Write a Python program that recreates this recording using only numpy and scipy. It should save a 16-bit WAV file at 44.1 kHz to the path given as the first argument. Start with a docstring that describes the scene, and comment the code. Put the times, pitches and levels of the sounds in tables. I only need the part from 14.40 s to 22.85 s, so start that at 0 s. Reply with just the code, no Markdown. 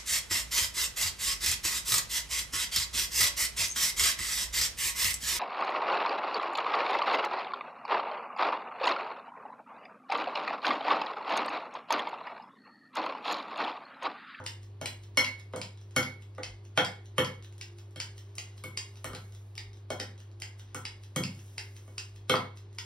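"""Kitchen scissors clack shut about two and a half times a second, snipping prawns in a ceramic bowl.
The blade tips often knock the bowl before the clack; the pivot and the wet flesh tick in between.
Short contacts ring the resonances of the handles and the bowl; noise makes the crunch and wet slide.
A mains hum and faint machine noise fill a small hard-walled kitchen with dense echoes, heard by
two close microphone ports that narrow the image."""
import sys
import numpy as np
from scipy import signal
from scipy.fft import rfft, irfft, next_fast_len
from scipy.io import wavfile

SR = 44100
rng = np.random.default_rng(int(sys.argv[2]) if len(sys.argv) > 2 else 0)


def wav_out(sig):
    """Save sig, one row per channel (or a flat mono array), as 16-bit PCM at SR to the path in sys.argv[1]."""
    wavfile.write(sys.argv[1], SR, np.round(np.clip(np.atleast_2d(sig).T, -1, 1) * 32767).astype(np.int16))


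N = 372633   # samples


# handles clack shut: t/s, level/dB, treble over it/dB
SNIPS = [(0.0638, -26, -11), (0.4583, -22.5, -9), (0.846, -24.5, -16), (1.2155, -28.5, -11.5),
         (1.6288, -26.5, -25), (2.0334, -28, -12.5), (2.4483, -26.5, -11.5), (2.8468, -29, -13.5),
         (3.2121, -32.5, -11.5), (3.6015, -25.5, -10), (3.9827, -27, -9), (4.3741, -24, -8.5),
         (4.7496, -33, -11), (5.1792, -29, -15.5), (5.5998, -26, -12), (6.0206, -28.5, -11.5),
         (6.453, -29, -12.5), (6.8368, -27.5, -11.5), (7.181, -26.5, -12), (7.581, -28, -9.5),
         (7.9564, -26, -31), (8.3858, -26.5, -13)]
# resonances of the scissors: f/Hz, width/Hz (600 at least is used), relative level/dB
SCISSORS = [(2240, 500, 1.5), (2900, 1500, -3.5), (3620, 720, -6), (4240, 1100, -3), (4790, 406, 7),
            (6200, 1200, -1), (6950, 1500, 11.5), (9450, 890, 3.5), (12500, 3800, 1.5), (960, 460, 7)]
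# borders between dull push, body, upper body and treble: f/Hz
PART_EDGES_HZ = [1500, 4600, 5500]
PUSH_DB = -18.5   # dull push under the clack
UPPER_DB, UPPER_SHARE = -2.5, 0.19   # upper body, and its share of the treble setting


def scissors():
    """The blades crunch through the flesh, then a short uneven contact rings the broad handle resonances."""
    s, db, treble_db = np.transpose(SNIPS)
    upper_db = db + UPPER_DB + UPPER_SHARE * treble_db
    parts_db = [db + PUSH_DB, db, upper_db, db + treble_db]
    contacts = [stutter(s, part_db, .003, count=4) for part_db in parts_db]
    out = swell(s, db - 10.5, t60=0.013)
    for k, (hz, width, mode_db) in enumerate(SCISSORS):
        contact = contacts[np.searchsorted(PART_EDGES_HZ, hz)]
        t60 = np.log(1000) / (np.pi * max(width, 600))   # a broad resonance dies fast
        rung = band(ring(contact, hz, t60), hz / 1.11, hz * 1.3)
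        out += from_db(mode_db - 1.5) * rung * (-1) ** k
    return out


# tips knock the bowl: t/s, strength/dB, thud/dB (weight given to the counter),
# hardness/dB (bare ceramic is high, flesh low), crack over the strength/dB, favoured pitch of the spot f/Hz
KNOCKS = [(0.0, -45, -14, -26, .5, 700), (0.4135, -44.5, 0, -4.5, 23.5, 600),
          (0.7728, -31, -6.5, 6, 24.5, 2170), (1.1356, -40, -15, -31, 0, 635),
          (1.1614, -49, 7.5, -2.5, 29, 600), (1.5631, -30, -3.5, -1.5, 26, 2150),
          (1.9818, -42, -13.5, -24.5, 2, 680), (2.3754, -22, -19, -12, 9.5, 3310),
          (2.4005, -54.5, 7.5, -7, 16, 3250), (2.7816, -25.5, -10, -12, 16, 3300),
          (3.56, -57, 11, 3, 30, 3250), (4.2385, -49, 3, -4.5, 30, 2180), (4.644, -44, -2, -2, 30.5, 1420),
          (4.7002, -54, 2.5, -11, 15, 1300), (4.7327, -45.5, -6, -10, 14, 4800),
          (5.5037, -40.5, -4, -4, 24.5, 600), (5.597, -45, -7, -24, 5, 600),
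          (6.3463, -44.5, -1, -6.5, 29.5, 1300), (6.761, -36.5, 4, -5.5, 28.5, 3300),
          (6.8, -60, 22, -7, 5, 200), (6.9497, -77, 26, 12, 39, 200), (7.478, -65, 5.5, -6, 25, 600),
          (7.896, -27.5, -7, -4.5, 20.5, 3220), (7.9389, -25.5, -19, -32, -9, 1980)]
# anchor pitches where a knock's spectrum is set: f/Hz
BLOW_HZ = [200, 600, 1300, 2200, 3250, 4800]
# what a knock gives near each anchor: level/dB, share of the thud, share of the hardness
BLOW = [(1.5, 0.95, -0.2), (3.5, 0.2, 0.059), (0.5, 0, -0.093), (5, 0, 0.55), (1, 0, 0.76),
        (2, 0.016, 1.25)]
# modes of the bowl and the counter under it: f/Hz, relative level/dB, t60/s
BOWL = [(63, -21.5, 0.076), (135, 1, 0.41), (194, 1, 0.14), (250.7, -0.5, 0.2), (294.5, -2, .12),
        (334.7, -4, 0.089), (403.5, -4.5, 0.036), (513.6, 1, 0.13), (588, 3.5, 0.069), (807.6, -2, 0.046),
        (1011, -2.5, 0.064), (1195.6, 5, 0.055), (1327, -6, 0.18), (1437, 3.5, 0.027), (1555, -9.5, 0.05),
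        (2080, -7.5, 0.13), (2121, 3.5, 0.027), (2208, -1, 0.26), (2322, -4, 0.05), (3035, -7.5, 0.12),
        (3220, 3.5, 0.031), (3340, -4.5, 0.056), (4228, -4, 0.18), (4360, 0.5, 0.035), (5360, -2.5, 0.038),
        (5500, -9.5, 0.036)]
SPOT_DB, SPOT_OCTAVES = 4.5, 0.43   # lift and reach of the favoured pitch
NEAREST_DB, NEAREST_OCTAVES = 4.5, .06   # extra lift for modes right at the favoured pitch


def bowl():
    """Every knock rings the same modes, in shares set by where the tip lands, over a dull crunch and a crack."""
    s, strength_db, thud_db, hard_db, crack_db, spot_hz = np.transpose(KNOCKS)
    blow_db = []
    for hz, (db, low, high) in zip(BLOW_HZ, BLOW):
        spot_lift_db = SPOT_DB * np.exp(-(np.log2(hz / spot_hz) / SPOT_OCTAVES) ** 2)
        blow_db.append(strength_db + db + low * thud_db + high * hard_db + spot_lift_db)
    chance_db = rng.normal(0, 2.0, (len(s), len(BOWL)))
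    # a dull blow lands on flesh, which weakens the ring
    bare_db = np.clip(0.38 * (blow_db[3] - blow_db[2]), -10, 2)

    crack = stutter(s, strength_db + crack_db, 0.0022, count=5)
    out = band(band(crack, 6700, 12000), 3700, 14200)
    out += swell(s, strength_db - 21, t60=.05)
    for hz, db in zip(BLOW_HZ, blow_db):   # the heap is pressed: unpitched, lows stronger and longer
        pressed_db = db + 12.5 - 0.45 * bare_db - 1.1 * np.log2(hz / 200)
        pressed = burst(s, pressed_db, t60=0.007 + 16 / hz)
        for _ in range(2):
            pressed = band(pressed, hz / 1.6, hz * 1.31)
        out += pressed
    for k, (hz, mode_db, t60) in enumerate(BOWL):
        share_db = np.array([np.interp(np.log(hz), np.log(BLOW_HZ), row) for row in np.transpose(blow_db)])
        share_db += NEAREST_DB * np.exp(-(np.log2(hz / spot_hz) / NEAREST_OCTAVES) ** 2)
        bare_ring_db = bare_db * (k > 7)   # only the modes above the lowest eight
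        hit_db = share_db + chance_db[:, k] + bare_ring_db + mode_db - 9.0
        out += ring(clicks(s, hit_db), hz, t60) * (-1) ** k
    return out


# the pivot ticks as the blades reopen, about .18 s after a clack: t/s, level/dB
OPENS = [(0.2318, -36), (0.636, -34), (0.9977, -32), (1.4145, -40), (1.8234, -36), (2.2518, -38.5),
         (2.6578, -37), (3.0468, -32.5), (3.3862, -32), (3.7804, -29.5), (4.1791, -32), (4.572, -36),
         (4.9495, -34), (5.3718, -40.5), (5.8034, -34), (6.196, -30), (6.6363, -31.5), (6.992, -34),
         (7.3658, -29), (7.7613, -34), (8.1731, -31.5)]
# flesh and shell tick against the blades: t/s, level/dB, treble over it/dB
TICKS = [(0.0403, -34.5, -1), (0.7474, -45, -16), (1.1278, -42, -2), (1.3743, -38, -34),
         (1.5095, -37.5, -14), (1.95, -40.5, -10.5), (3.025, -33.5, -16.5), (3.1258, -39, -3),
         (3.181, -39.5, 5), (3.5089, -55, 10), (3.8921, -46, -17), (3.954, -37.5, 8), (4.557, -35, -22),
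         (4.9227, -38, -3), (5.154, -32.5, -2), (5.332, -36, -27), (5.7787, -36, -17), (5.915, -44, -17),
         (6.001, -38, 8), (7.081, -41, -14), (8.3292, -43, -2), (8.349, -52.5, 13)]
OPEN_TREBLE_DB, OPEN_SLIDE_DB = -10.5, -23.5   # the pivot's bright edge and slide, over its level


def ticks():
    """Tiny clicks with a body and a bright edge; the pivot tick follows a short slide."""
    pivot = [(s, db, OPEN_TREBLE_DB) for s, db in OPENS]
    s, body_db, treble_db = np.transpose(pivot + TICKS)
    body = band(stutter(s, body_db, 0.0031, count=6), 1500, 7400)
    body = band(body, 1200, 8000)
    edge = band(stutter(s, body_db + treble_db, 0.0027, count=6), 5400, 11000)
    open_s, open_db = np.transpose(OPENS)
    slide = swell(open_s, open_db + OPEN_SLIDE_DB, t60=0.069)   # steel slides on steel first
    slide = signal.lfilter([1, -.8], [1], slide)   # brighter
    return slide + body + edge


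# blades slide through the heap: t/s, body level/dB, treble level/dB (before the drag lift)
STIR = [(0, -94, -89), (1.5, -87, -83.5), (2.4, -84.5, -89), (3.1, -90, -85), (3.5, -87, -82.5),
        (4.1, -76, -83.5), (4.8, -83, -71), (5.4, -98, -87.5), (6.3, -75.5, -85), (6.75, -88, -82),
        (7.0, -78, -67.5), (7.6, -81, -73.5), (8.0, -84, -97), (8.45, -79, -85)]
# colour of the wet slide: f/Hz, relative level/dB
STIR_COLOUR = [(300, -15.5), (800, -4.5), (2500, -2.5), (5000, -5.5), (8000, -8.5), (12000, -5.5),
               (16000, -11.5)]
STIR_GRAINS_PER_S = 1100
DRAG_DB, DRAG_FADE_S, DRAG_TREBLE_SHARE = 7.5, 0.079, .3   # the heap is dragged after each clack


def stir():
    """Fine wet crackle on a sliding hiss, lifted by each cut and settling before the next."""
    s, body_db, treble_db = np.transpose(STIR)
    starts = rng.random(N) < STIR_GRAINS_PER_S / SR
    grains = starts * from_db(4.0 * np.minimum(rng.exponential(1, N), 4))
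    crackle = rms_one(grains * rng.choice([-1, 1], N))
    sound = coloured(crackle + .7 * rng.standard_normal(N), STIR_COLOUR)
    body = signal.sosfilt(signal.butter(4, 6500, fs=SR, output="sos"), sound)
    treble = signal.sosfilt(signal.butter(4, 6500, "high", fs=SR, output="sos"), sound)
    t = np.arange(N) / SR
    drag_db = DRAG_DB * sum((t > cut) * np.exp(-np.abs(t - cut) / DRAG_FADE_S) for cut, *_ in SNIPS)
    body_gain = from_db(np.interp(t, s, body_db) + drag_db)
    treble_gain = from_db(np.interp(t, s, treble_db) + DRAG_TREBLE_SHARE * drag_db)
    return body_gain * body + treble_gain * treble


# decay of the room: f/Hz, t60/s
ROOM_T60 = [(150, 0.35), (400, 0.35), (1500, 0.34), (4000, 0.3), (9000, 0.27), (15000, 0.29)]
# colour of the echoes: f/Hz, relative level/dB
ROOM_COLOUR = [(100, 1.5), (400, 1), (3000, 0), (8000, 0.5), (15000, -9.5)]
ROOM_DB, FIRST_ECHO_S = -17.5, .003   # echo gain; time constant of the build-up


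def kitchen(x):
    """Dense echoes: octave bands of noise, each dying at its own rate, other ones on each side."""
    t = np.arange(SR // 2) / SR
    white = rng.standard_normal((2, len(t)))
    edges = 70 * 2. ** np.arange(9)
    echo = 0
    for low, high in zip(edges, edges[1:]):
        part = signal.sosfilt(signal.butter(2, [low, high], "band", fs=SR, output="sos"), white)
        decay_db = -60 * t / at_hz(ROOM_T60, np.sqrt(low * high))
        echo = echo + part * from_db(at_hz(ROOM_COLOUR, low) + decay_db)
    echo = echo * (1 - np.exp(-t / FIRST_ECHO_S))   # the echoes build up
    return signal.fftconvolve(x[None], echo, axes=1)[:, :N]


# mains lines: f/Hz, rms level/dB (before the port colour), waver/dB
HUM = [(100.1, -50, 0.6), (348.5, -72.5, 3), (400.6, -72.5, 3), (51.6, -73.5, 8)]
# spectrum of the machine noise: f/Hz, relative level/dB per Hz
AIR = [(15, -51), (25, -39.5), (101, -7.5), (127, -14), (180, -20), (357, -20), (664, -27.5), (1150, -29.5),
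       (1320, -35.5), (4660, -42), (6000, -61), (7800, -69), (13200, -120)]
AIR_DB = -61.5   # its rms before the port colour


def machines():
    """Mains lines that waver a little over broad noise."""
    t = np.arange(N) / SR
    lines = 0
    for hz, db, waver in HUM:
        level = np.sqrt(2) * from_db(db + waver * drift(4.1))
        lines = lines + level * np.sin(2 * np.pi * hz * t)
    return lines + from_db(AIR_DB) * coloured(rng.standard_normal((2, N)), AIR)


def stutter(times, db, spread_s, count):
    """A contact is a main click and a few weaker slips just after it."""
    late = rng.random((len(times), count))
    sign = rng.choice([-1, 1], (len(times), count))
    out = clicks(times, db)
    for k in range(count):
        at = np.round((times + spread_s * late[:, k]) * SR).astype(int)
        out[at] += from_db(db - 5.5 - 4.9 * late[:, k]) * sign[:, k]   # later slips are weaker
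    return out


def swell(times, db, t60):
    """Flesh crunches or steel slides louder and louder until the contact: a decaying burst reversed."""
    return band(burst((N - 1) / SR - times, db, t60)[::-1], 570, 6000)


def clicks(times, db):
    """A unit train with one click a row, each at its own level."""
    out = np.full(N, 1e-18)
    at = np.round(times * SR).astype(int)
    out[np.clip(at, 0, N - 1)] = from_db(db)
    return out


def ring(x, hz, t60):
    """A unit click sets a decaying sine of height 1 ringing."""
    r, w = from_db(-60 / (t60 * SR)), 2 * np.pi * hz / SR
    return signal.lfilter([0, np.sin(w)], [1, -2 * r * np.cos(w), r * r], x)


def burst(times, db, t60):
    """Noise that starts at each click and dies away."""
    envelope = signal.lfilter([1], [1, -from_db(-60 / (t60 * SR))], clicks(times, db))
    return envelope * rng.standard_normal(N)


def band(x, low_hz, high_hz):
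    """Gentle band-pass."""
    edges = np.clip([low_hz, high_hz], 20, .45 * SR)
    return signal.sosfilt(signal.butter(1, edges, "band", fs=SR, output="sos"), x)


def coloured(x, spectrum):
    """Shape a noise by a (f/Hz, level/dB) table; rms 1."""
    hz = np.fft.rfftfreq(N, 1 / SR)
    return rms_one(irfft(rfft(x) * from_db(at_hz(spectrum, hz)), N))


def drift(rate):
    """Slow random wander of rms 1: noise through a two-pole low-pass at rate Hz."""
    r = np.exp(-80 * np.pi * rate / SR)   # one step every 40 samples
    noise = rng.standard_normal(N // 40 + 2002)
    slow = signal.lfilter([1], [1, -2 * r, r * r], noise)[2000:]   # skip the run-in
    return np.interp(np.arange(N) / 40, np.arange(len(slow)), rms_one(slow))


def at_hz(points, hz):
    """Read a (f/Hz, value) table on a log axis."""
    table_hz, values = np.array(points).T
    return np.interp(np.log(hz + 1), np.log(table_hz), values)


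def from_db(db):
    """Decibels to gain."""
    return 10 ** (np.asarray(db) / 20)


def rms_one(x):
    """Scale to unit rms."""
    return x / np.sqrt(np.mean(x ** 2) + 1e-20)


def scene():
    """Work at the counter, its echoes and the background."""
    work = scissors() + bowl() + ticks() + stir()
    return work + from_db(ROOM_DB) * kitchen(work) + machines()


# colour of both ports: f/Hz, level/dB
MIC = [(20, -14.5), (60, 2), (9000, 4.5), (13000, -5.5), (16000, -5)]
# stereo width: f/Hz, side level/dB
WIDTH = [(100, -47), (300, -11), (700, -3.5), (3500, -3.5), (5500, -7.5), (7000, -26.5), (10000, -16.5),
         (16000, -14.5)]
# the right port hears late: f/Hz, phase lag/half turns
PORT_LAG = [(0, 0), (1500, .07), (3000, .45), (5000, .06), (6300, .65), (7000, .96), (7700, 1.04),
            (10000, 1.97), (11500, 2.03), (12700, 2.95), (14200, 3.03), (16000, 4)]
CUTOFF_HZ = 16990   # 70 dB down from here up


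def record(dry):
    """Close ports narrow the image and turn the phase of one side; the top is cut."""
    size = next_fast_len(N)
    hz = np.fft.rfftfreq(size, 1 / SR)
    left, right = rfft(dry, size) * from_db(at_hz(MIC, hz))
    mid = (left + right) / 2
    side = (left - right) / 2 * from_db(at_hz(WIDTH, hz))
    lag = np.pi * np.interp(hz, *np.transpose(PORT_LAG))
    right_late = (mid - side) * np.exp(-1j * lag)
    ports = irfft(np.array([mid + side, right_late]), size)[:, :N]
    return signal.sosfilt(signal.cheby2(12, 70, CUTOFF_HZ, fs=SR, output="sos"), ports)


dry = scene()
out = record(dry)
wav_out(out)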